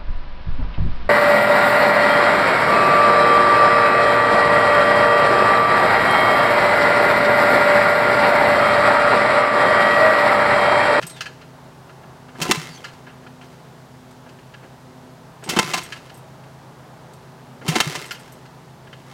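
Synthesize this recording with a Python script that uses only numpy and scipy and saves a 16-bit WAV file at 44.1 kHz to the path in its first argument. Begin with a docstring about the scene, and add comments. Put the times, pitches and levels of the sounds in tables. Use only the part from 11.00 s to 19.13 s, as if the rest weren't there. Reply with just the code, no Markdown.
"""Two far engines, perhaps mowers, drone under an outdoor hush throughout: wavering harmonics over shaped noise.
First a foot sets the loose kick lever of a dirt bike beside a brick wall, with taps, jingles and a squeak.
Then come three kicks, near 1.4, 4.5 and 6.7 s: bursts of tiny contacts ring the metal, the frame thuds, the gears
tick as they spin, and piston strokes gulp in the airbox. After each kick the lever clacks back and bounces once.
Taps, jingles and small turns of the crank fill the gaps; the single-cylinder engine never catches."""
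import sys
import numpy as np
from scipy import signal
from scipy.fft import rfft, irfft, next_fast_len
from scipy.io import wavfile
from scipy.ndimage import uniform_filter1d

SR = 44100
rng = np.random.default_rng(int(sys.argv[2]) if len(sys.argv) > 2 else 0)


def bounce(signal):
    """Save signal as a 16-bit WAV file at the path given by the first command-line argument."""
    frames = np.transpose(np.atleast_2d(signal))
    limited = np.clip(frames, -1, 1)
    pcm = np.round(limited * 32767).astype(np.int16)
    wavfile.write(sys.argv[1], SR, pcm)


N = 358533
T = np.arange(N) / SR  # time in seconds


def undb(db):
    """Turn a level in dB into a gain."""
    return 10 ** (np.asarray(db) / 20)


def unit(x):
    """Scale a sound to an rms of 1."""
    return x / np.sqrt(np.mean(x ** 2))


def curve(rows):
    """Join (seconds, value) points by straight lines over the whole scene."""
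    rows = np.array(rows)
    return np.interp(T, rows[:, 0], rows[:, 1])


def decay(t, t60):
    """Die away by 60 dB in t60 seconds."""
    return np.exp(-np.log(1000) * t / t60)


def walk(rate):
    """Wander smoothly and at random around 0, with about `rate` new steps a second and a spread near 1."""
    step_size = int(SR / rate)
    steps = rng.standard_normal(1024)[np.arange(N) // step_size % 1024]
    smooth = uniform_filter1d(uniform_filter1d(steps, step_size), step_size)
    return 1.3 * smooth


def body(x, colour, modes=(), tilt_db=0):
    """Pass x through a solid or the air: broad colour, a treble tilt about 2 kHz, and ringing modes."""
    size = 2 * next_fast_len(len(x))
    f = np.maximum(np.arange(size // 2 + 1) * SR / size, 1)
    hz, db = np.transpose(colour)
    gain_db = np.interp(np.log(f), np.log(hz), db)
    gain_db = gain_db + tilt_db * np.log2(np.maximum(f, 300) / 2000)
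    # folding the cepstrum makes the colour causal: nothing sounds before the blow
    cepstrum = irfft(np.log(undb(gain_db)))
    cepstrum[1:size // 2] *= 2
    cepstrum[size // 2 + 1:] = 0
    causal_colour = np.exp(rfft(cepstrum))
    ring = 1 + sum(undb(peak) / (1 + 2j * (f - centre) / width) for centre, width, peak in modes)
    return irfft(rfft(x, size) * causal_colour * ring)[:len(x)]


def add(out, at, sound, db):
    """Mix in a sound so that its loudest 5 ms have the given level."""
    start = max(int(at * SR), 0)
    peak = np.sqrt(uniform_filter1d(sound ** 2, size=220).max())
    out[start:start + len(sound)] += (sound * undb(db) / peak)[:N - start]


def blows(table, colour, modes, rise_s, chatter_s, crack, crack_s=0.0011, place_db=0.5):
    """Strike a part: a first crack, then tiny contacts that chatter, die away and ring it."""
    out, t = np.zeros(N), T[:SR // 3]
    loudest_db = max(row[1] for row in table)
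    for at, db, tilt_db, t60 in table:
        contacts = np.sign(rng.standard_normal(len(t)))
        chatter = (1 - np.exp(-t / rise_s)) * decay(np.maximum(t - chatter_s, 0), t60)
        # the harder the blow, the stronger its opening crack
        hardness = undb(db - loudest_db)
        first_crack = crack * hardness * t / crack_s * np.exp(1 - t / crack_s)
        # the place that is struck decides how strongly each mode answers
        woken = [(hz, width, peak + place_db * rng.standard_normal()) for hz, width, peak in modes]
        add(out, at, body(contacts * (chatter + first_crack), colour, woken, tilt_db), db)
    return out


# Colour of the outdoor air. Each row: pitch in Hz, level in dB.
AIR_COLOUR = [(20, -42), (40, -19), (76, -8.5), (111, -7.5), (137, -9.5), (200, -7.5), (309, -8),
              (480, -9.5), (887, -7), (1150, -12.5), (1600, -17), (2400, -26.5), (4500, -31.5),
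              (8830, -38.5), (16000, -45.5)]
# Loudness of the low part of the hush. Each row: time in seconds, level in dB.
RUMBLE_LEVEL = [(0, -47), (1.2, -46.5), (2.4, -48), (3.7, -48.3), (5.3, -46.2), (6.5, -46.8), (8.13, -48.3)]
HISS_DB = -57.1  # the steady hiss above


def hush(flicker_db=.5):
    """Far exhaust and traffic noise below about 2 kHz, flickering in level, with a smooth hiss above."""
    air = body(rng.standard_normal(N), AIR_COLOUR)
    low = signal.sosfiltfilt(signal.butter(2, 2300, fs=SR, output="sos"), air)
    rumble = unit(low) * undb(curve(RUMBLE_LEVEL) + flicker_db * walk(18))
    hiss = unit(air - low) * undb(HISS_DB)
    return rumble + hiss


def far_engine(hz, lines, waver_db):
    """Harmonics of a distant engine; each one fades in and out on its way through the air."""
    turn = 2 * np.pi * np.cumsum(hz) / SR
    out = 0
    for multiple, db in lines:
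        strength = np.sqrt(2) * undb(db + waver_db * walk(4.4))
        out = out + strength * np.sin(round(multiple) * turn + rng.uniform(0, 2 * np.pi))
    return out


FIRING_HZ = 26.88  # average firing rate of the first engine
# Harmonics of the first engine. Each row: multiple of the firing rate, level in dB.
FIRST_LINES = [(2, -69), (3, -68), (4, -64.5), (5, -51), (6, -53.5), (7, -63.5), (8, -60), (9, -66),
               (13, -70.5), (14, -62), (16, -64), (19, -65.5), (24, -61), (32, -71)]
# Pitch of the second engine. Each row: time in seconds, pitch in Hz.
SECOND_PITCH = [(0, 128.5), (.7, 127.2), (3.3, 126.1), (4.1, 126.6), (5.5, 126.4), (6.5, 125.5),
                (7.3, 126.5), (8.13, 126)]
# Harmonics of the second engine, without its octave. Each row: multiple of its pitch, level in dB.
SECOND_LINES = [(1, -53.5), (3, -65), (4, -66.5), (5, -82)]
# The second engine's octave, before it beats. 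Each row: time in seconds, level in dB.
OCTAVE_LEVEL = [(0, -60), (2.3, -51.3), (3.2, -55.5), (4, -54.5), (5.7, -66), (6.5, -52.5), (7.3, -60)]
BEAT_S, BEAT_PEAK_S = .85, 2.28  # time from swell to swell, and the moment of one swell
BEAT_DB = -3  # the close tone against the octave


def mowers():
    """Two engines hold wavering pitches; the second one's octave swells as if beating with a close tone."""
    first = far_engine(FIRING_HZ * (1 + .002 * walk(3)), FIRST_LINES, waver_db=1.5)
    pitch_hz = curve(SECOND_PITCH) * (1 + 0.0019 * walk(5))
    second = far_engine(pitch_hz, SECOND_LINES, waver_db=1.5)
    beat = np.abs(1 + undb(BEAT_DB) * np.exp(2j * np.pi * (T - BEAT_PEAK_S) / BEAT_S))
    octave = beat * far_engine(pitch_hz, [(2, curve(OCTAVE_LEVEL))], waver_db=1.2)
    return first + second + octave


# Small quick turns of the crank, before, between and after the kicks.
# Each row: time in seconds, gear level in dB.
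NUDGES = [(0, -43), (2.43, -52), (7.98, -55), (8.1, -51)]
SPIN_LAG_S = .02  # the gears are loudest this long after the push
SPIN_UP_DB_PER_S, COAST_DB_PER_S, SPIN_UNEVEN_DB = 330, 54, 1
TURN_S, COMPRESSION_DB = .115, 3.6  # one turn of the crank, and how far compression quietens the gears


def crank_spin():
    """A push winds the gear noise up fast, it holds, then coasts down; compression dips it on every turn."""
    pushes = [(bite, free_s, db) for bite, *_, free_s, db in KICKS]
    pushes += [(at, 0, db) for at, db in NUDGES]
    spin = 0
    for at, free_s, db in pushes:
        age = T - at
        wind_up = SPIN_UP_DB_PER_S * np.maximum(SPIN_LAG_S - age, 0)
        coast = COAST_DB_PER_S * np.maximum(age - SPIN_LAG_S - free_s, 0)
        compression = COMPRESSION_DB * np.sin(np.pi * np.maximum(age, 0) / TURN_S) ** 2
        spin = spin + undb(db - wind_up - coast - compression)
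    return spin * undb(SPIN_UNEVEN_DB * walk(35))


# Broad colour of the gears. Each row: pitch in Hz, level in dB.
GEAR_COLOUR = [(80, -52), (200, -12), (350, 11.5), (550, -4.5), (1200, 2), (2000, 1.5), (2800, -2),
               (5000, -3), (8000, -9), (12000, -15.5), (16000, -23)]
# Ringing of the engine case, which gears and knocks both wake. Each row: pitch in Hz, width in Hz, level in dB.
CASE_MODES = [(595.7, 20, 5.5), (753, 39, -1), (887, 17, -0.5), (1026, 17, 1.5), (1207, 14, -1.5),
              (1340, 55, -4), (2025, 24, 2), (2133, 42, 4), (2684, 90, 1), (3100, 45, 3), (3100, 12, -1),
              (3994, 8.5, -1), (5600, 64, -19), (6650, 37, -5)]


def gears(tooth_hz=130, slow_dullness=0.2):
    """Ratchet teeth and chain links tick over sliding gears; a faster crank is louder, brighter and quicker."""
    spin = crank_spin()
    speed = (spin / spin.max()) ** .2
    teeth = np.cumsum(tooth_hz * speed * np.exp(.35 * walk(120))) / SR
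    # every tooth bites with its own strength and dies away before the next
    tooth_bite = undb(rng.uniform(-11, 1, 4096))[teeth.astype(int) % 4096]
    ticks = uniform_filter1d(2 * tooth_bite * np.exp(-(teeth % 1) / .3), 60)
    rub = np.sign(rng.standard_normal(N)) * (.25 + speed * ticks)
    ring = body(rub, GEAR_COLOUR, CASE_MODES)
    dull = signal.sosfilt(signal.butter(1, 4000, fs=SR, output="sos"), ring)
    return spin * unit(ring + slow_dullness * (1 - speed) * (dull - ring))


# The loose lever set with the foot.
# Each row: time in seconds, level in dB, treble tilt in dB per octave, time to fade by 60 dB in seconds.
LEVER_TAPS = [(.024, -31, 1.5, .08), (.162, -41.5, 2.5, .14), (.207, -23.5, 2.5, .07),
              (.257, -30.5, .5, .085), (.412, -44.5, -1.5, .09), (.893, -43, -5, .055),
              (1.033, -46, -6, .04), (1.282, -41.7, -7, .1), (2.066, -39.3, -7, .2), (2.264, -40, -6, .045),
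              (2.412, -42, -4, .09), (3.261, -42.5, -9.5, .07), (3.289, -49, 2.5, .06),
              (3.385, -47.5, -5, .055), (3.538, -39.5, -4, .06), (3.629, -42.5, -10, .18),
              (5.095, -41, .5, .03), (5.435, -49, -1, .03), (7.454, -48.5, 2, .04),
              (7.869, -44.5, -2.5, .03), (7.927, -38, -3.5, .055)]
# Stray touch of the boot: level in dB, treble tilt in dB per octave, time to fade by 60 dB in seconds.
FAINT_TAP = (-51, -2, .05)


def lever_taps(count=1):
    """The foot sets the lever, with `count` stray touches at random moments."""
    return LEVER_TAPS + [(at, *FAINT_TAP) for at in rng.uniform(0, T[-1], count)]


# Broad colour of the kick lever. Each row: pitch in Hz, level in dB.
LEVER_COLOUR = [(100, -34), (600, -5), (1000, -4.5), (1500, 1), (3000, -0.5), (3600, -7), (4700, -6.5),
                (7000, -14), (10000, -24.5), (16000, -36)]
# Ringing of the kick lever. 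Each row: pitch in Hz, width in Hz, level in dB.
LEVER_MODES = [(1395, 56, 4.1), (1580, 12, 2.6), (1687, 55, 7.3), (2066, 29, 2), (2625, 44, 2.4),
               (2830, 75, 4.2), (3094, 86, 4), (3700, 22, 1.8), (4150, 20, 11), (4560, 24, 1.7),
               (4840, 20, 2.4), (6330, 13, 4), (7500, 35, 3)]


def lever_clacks(kick_clacks):
    """Foot taps and the kicks' own clacks ring the lever."""
    return blows(kick_clacks + lever_taps(), LEVER_COLOUR, LEVER_MODES, rise_s=0.0013, chatter_s=0.0095, crack=0.67)


# Piston strokes. Each row: start in seconds, level in dB, pitch in Hz.
STROKES = [(.033, -32, 161), (1.410, -26, 164), (1.49, -27, 180), (1.57, -25.5, 153), (1.689, -36.5, 159),
           (4.481, -28.5, 164), (4.564, -23.5, 190), (4.641, -31, 156), (4.681, -34, 157),
           (4.747, -35, 169), (6.683, -15, 156.6), (6.864, -22.5, 148), (6.97, -34, 145)]
AIRBOX_T60_S = .105  # time to fade by 60 dB


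def airbox(rise_s=0.0076, overtone_db=-20):
    """A gulp of the piston sets the air in the box swinging for a few cycles."""
    out, t = np.zeros(N), T[:SR // 3]
    for at, db, hz in STROKES:
        swing = np.sin(2 * np.pi * hz * t) + undb(overtone_db) * np.sin(4 * np.pi * hz * t)
        swell = 1 - np.exp(-(t / rise_s) ** 2)
        add(out, at, swing * swell * decay(t, AIRBOX_T60_S), db)
    return out


# Broad colour of the small loose parts. Each row: pitch in Hz, level in dB.
CLINK_COLOUR = [(500, -31), (2500, -8), (5000, -2.5), (8000, -1.5), (10000, -4), (12500, -7), (16000, -19)]
# Ringing of the small loose parts. Each row: pitch in Hz, width in Hz, level in dB.
CLINK_MODES = [(8150, 45, 16), (8360, 41, 12), (11400, 170, 6.2), (12400, 110, 8.3)]
# Clinks of small loose metal parts. Each row: time in seconds, level in dB, treble tilt in dB per octave.
JINGLES = [(.066, -34, 0), (.096, -38.5, -5.5), (1.933, -45, -11), (3.109, -53, -7), (4.438, -37, -7),
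           (4.832, -40, 1), (5.140, -49.5, 4), (5.171, -51, 15), (6.133, -49.5, -4.5), (7.056, -44.5, 1),
           (7.118, -40.5, 15), (7.194, -50, 1), (7.321, -47.5, 1)]
JINGLE_T60_S = .085  # time to fade by 60 dB


def jingling():
    """Small loose metal parts clink, each time with a slightly different mix of the same high modes."""
    clinks = [(*jingle, JINGLE_T60_S) for jingle in JINGLES]
    return blows(clinks, CLINK_COLOUR, CLINK_MODES, rise_s=.001, chatter_s=.004, crack=0.29, place_db=2)


# Short gliding squeaks of rubbing steel, before and during the kicks.
# Each row: start in seconds, length in seconds, first pitch in Hz, last pitch in Hz, level in dB.
SCRAPES = [(0.084, 0.13, 4500, 3120, -47.5), (1.473, 0.032, 2780, 2830, -36),
           (1.66, 0.13, 5020, 4350, -45.5), (1.735, .05, 6400, 6000, -46), (1.766, .04, 3250, 3200, -46),
           (4.817, 0.067, 3480, 3000, -47), (7.035, .022, 3170, 3160, -41)]


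def scrapes(width_hz=260):
    """Rubbing steel gives a narrow, rough squeak that glides in pitch."""
    out = np.zeros(N)
    narrow = signal.butter(2, width_hz / 2, fs=SR, output="sos")
    for at, length, start_hz, end_hz, db in SCRAPES:
        size = int(length * SR)
        rough = signal.sosfilt(narrow, rng.standard_normal((2, SR)))[:, :size]
        turn = 2 * np.pi * np.cumsum(np.linspace(start_hz, end_hz, size)) / SR
        squeak = rough[0] * np.sin(turn) + rough[1] * np.cos(turn)
        add(out, at, squeak * signal.get_window("cosine", size), db)
    return out


# The kicks. Each row: the pawl bites, the full weight lands, the lever hits its stop, the lever is back
# (all in seconds), knock under the weight in dB, treble tilt of the stop in dB per octave,
# return clack in dB, how long the crank spins freely in seconds, gear level in dB.
KICKS = [(1.415, 1.490, 1.511, 1.842, -26, .5, -29.8, .06, -31.3),
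         (4.490, 4.564, 4.588, 4.922, -18, -1.7, -28.5, .2, -33),
         (6.680, 6.755, 6.802, 7.108, -15.5, -.7, -26, .21, -32)]
# Blows that every kick shares: slack taken up, the pawl's bite, the gears' jerk, the pawl's strain.
# Each holds: level in dB, treble tilt in dB per octave, time to fade by 60 dB in seconds.
TAKE_UP = (-38.5, -10, .1)
BITE = (-20.2, 2.1, .095)
SNATCH = (-27, -6, .12)
STRAIN = (-33.5, -5.5, .11)
# slack goes and the pawl strains before the bite, the gears jerk after it
TAKE_UP_LEAD_S, STRAIN_LEAD_S, SNATCH_LAG_S = .066, .016, .036
# the knock under the rider's weight: the softer, the duller (no tilt at the "flat" level)
WEIGHT_FLAT_DB, WEIGHT_TILT_PER_DB, WEIGHT_T60_S = -13.5, .85, .06
STOP_DB, STOP_T60_S = -9.8, .025  # the lever slamming on its stop
# the lever springing back: the harder, the brighter
RETURN_FLAT_DB, RETURN_TILT_PER_DB, RETURN_T60_S = -30.5, .55, .072
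REBOUND_S, REBOUND_DB = .038, -14  # the returning lever bounces once, this much later and softer
LEAN_LEAD_S = .03  # the boot leans on the lever just before the bite
LEAN_THUD_DB, BITE_THUD_DB, WEIGHT_THUD_DB = -33, -27.5, -17.5  # the boot's push on the frame


def kick_blows():
    """List each kick's blows: slack, lean, strain, bite, jerk, weight, stop, return and bounce."""
    knocks, clacks, thuds = [], [], []
    for bite, weight, stop, back, weight_db, stop_tilt_db, back_db, _, _ in KICKS:
        weight_tilt_db = WEIGHT_TILT_PER_DB * (weight_db - WEIGHT_FLAT_DB)
        knocks += [
            (bite - STRAIN_LEAD_S, *STRAIN),
            (bite, *BITE),
            (bite + SNATCH_LAG_S, *SNATCH),
            (weight, weight_db, weight_tilt_db, WEIGHT_T60_S),
            (stop, STOP_DB, stop_tilt_db, STOP_T60_S),
        ]
        back_ring = (RETURN_TILT_PER_DB * (back_db - RETURN_FLAT_DB), RETURN_T60_S)
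        clacks += [
            (bite - TAKE_UP_LEAD_S, *TAKE_UP),
            (back, back_db, *back_ring),
            (back + REBOUND_S, back_db + REBOUND_DB, *back_ring),
        ]
        thuds += [(bite - LEAN_LEAD_S, LEAN_THUD_DB), (bite, BITE_THUD_DB), (weight, WEIGHT_THUD_DB)]
    return knocks, clacks, thuds


# The frame's low ring. Each row: pitch in Hz, level in dB, time to fade by 60 dB in seconds.
FRAME_MODES = [(225.2, -2.5, 0.15), (307.7, -2.5, 0.1), (336.6, -3.5, 0.16), (387, 0.5, 0.099),
               (450, -9.5, 0.1), (740, -7, .06), (899, -6, 0.15)]


def frame(thuds, rise_s=.002):
    """A soft heavy push wakes only the low modes of the frame, a little differently each time."""
    out, t = np.zeros(N), T[:SR // 3]
    for at, db in thuds:
        ring = 0
        for k, (hz, gain_db, t60) in enumerate(FRAME_MODES):
            detune = 1 + 0.018 * rng.standard_normal()
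            # neighbouring modes swing in opposite senses, so the thud builds before it fades
            strength = (-1) ** k * undb(gain_db)
            ring += strength * np.sin(2 * np.pi * hz * detune * t) * decay(t, t60)
        add(out, at, ring * (1 - np.exp(-t / rise_s)), db)
    return out


# Broad colour of the engine case. Each row: pitch in Hz, level in dB.
CASE_COLOUR = [(40, -28), (100, -16), (300, -8), (500, -12), (750, -6.5), (1050, -4.5), (1600, -7),
               (3000, -7), (5500, -9), (8000, -14), (12000, -24), (16000, -29)]
# The crank rocking back off compression. Each row: time in seconds, level in dB.
RECOILS = [(4.736, -16), (4.773, -24), (6.950, -24.5)]
# Sound of every recoil: treble tilt in dB per octave, time to fade by 60 dB in seconds.
RECOIL = (-.5, .06)


def case_knocks(kick_knocks):
    """Kicks, and the crank rocking back, ring the engine case."""
    recoils = [(*recoil, *RECOIL) for recoil in RECOILS]
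    return blows(kick_knocks + recoils, CASE_COLOUR, CASE_MODES, rise_s=0.0037, chatter_s=0.009, crack=1.05)


def yard(x, wall_s=.036, wall_db=-22, tail_db=-17, low_t60=0.23, high_t60=0.56):
    """Add a slap from the wall and a faint scattered tail whose lows die before its highs."""
    t = T[:SR]
    scatter = rng.standard_normal(SR) * (1 - np.exp(-t / 0.002))
    low = signal.sosfilt(signal.butter(2, 1500, fs=SR, output="sos"), scatter)
    high = signal.sosfilt(signal.butter(2, [1500, 12000], "band", fs=SR, output="sos"), scatter)
    echo = low * decay(t, low_t60) - high * decay(t, high_t60)
    echo *= undb(tail_db) / np.sqrt(np.sum(echo ** 2))
    echo[int(wall_s * SR)] += undb(wall_db)
    return x + signal.fftconvolve(x, echo)[:N]


def scene():
    """The bike in its yard, over the distant drone and hush."""
    background = hush() + mowers()
    kick_knocks, kick_clacks, thuds = kick_blows()
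    bike = gears() + lever_clacks(kick_clacks) + airbox() + jingling() + scrapes()
    bike += frame(thuds) + case_knocks(kick_knocks)
    return (yard(bike) + background)[None]


TOP_HZ = 15900  # nearly nothing passes above this


def record(dry):
    """The recorder clips at full scale, then cuts the top of the treble."""
    clipped = np.clip(dry, -1, 1)
    return signal.sosfilt(signal.ellip(10, .2, 80, TOP_HZ, fs=SR, output="sos"), clipped)


dry = scene()
out = record(dry)
bounce(out)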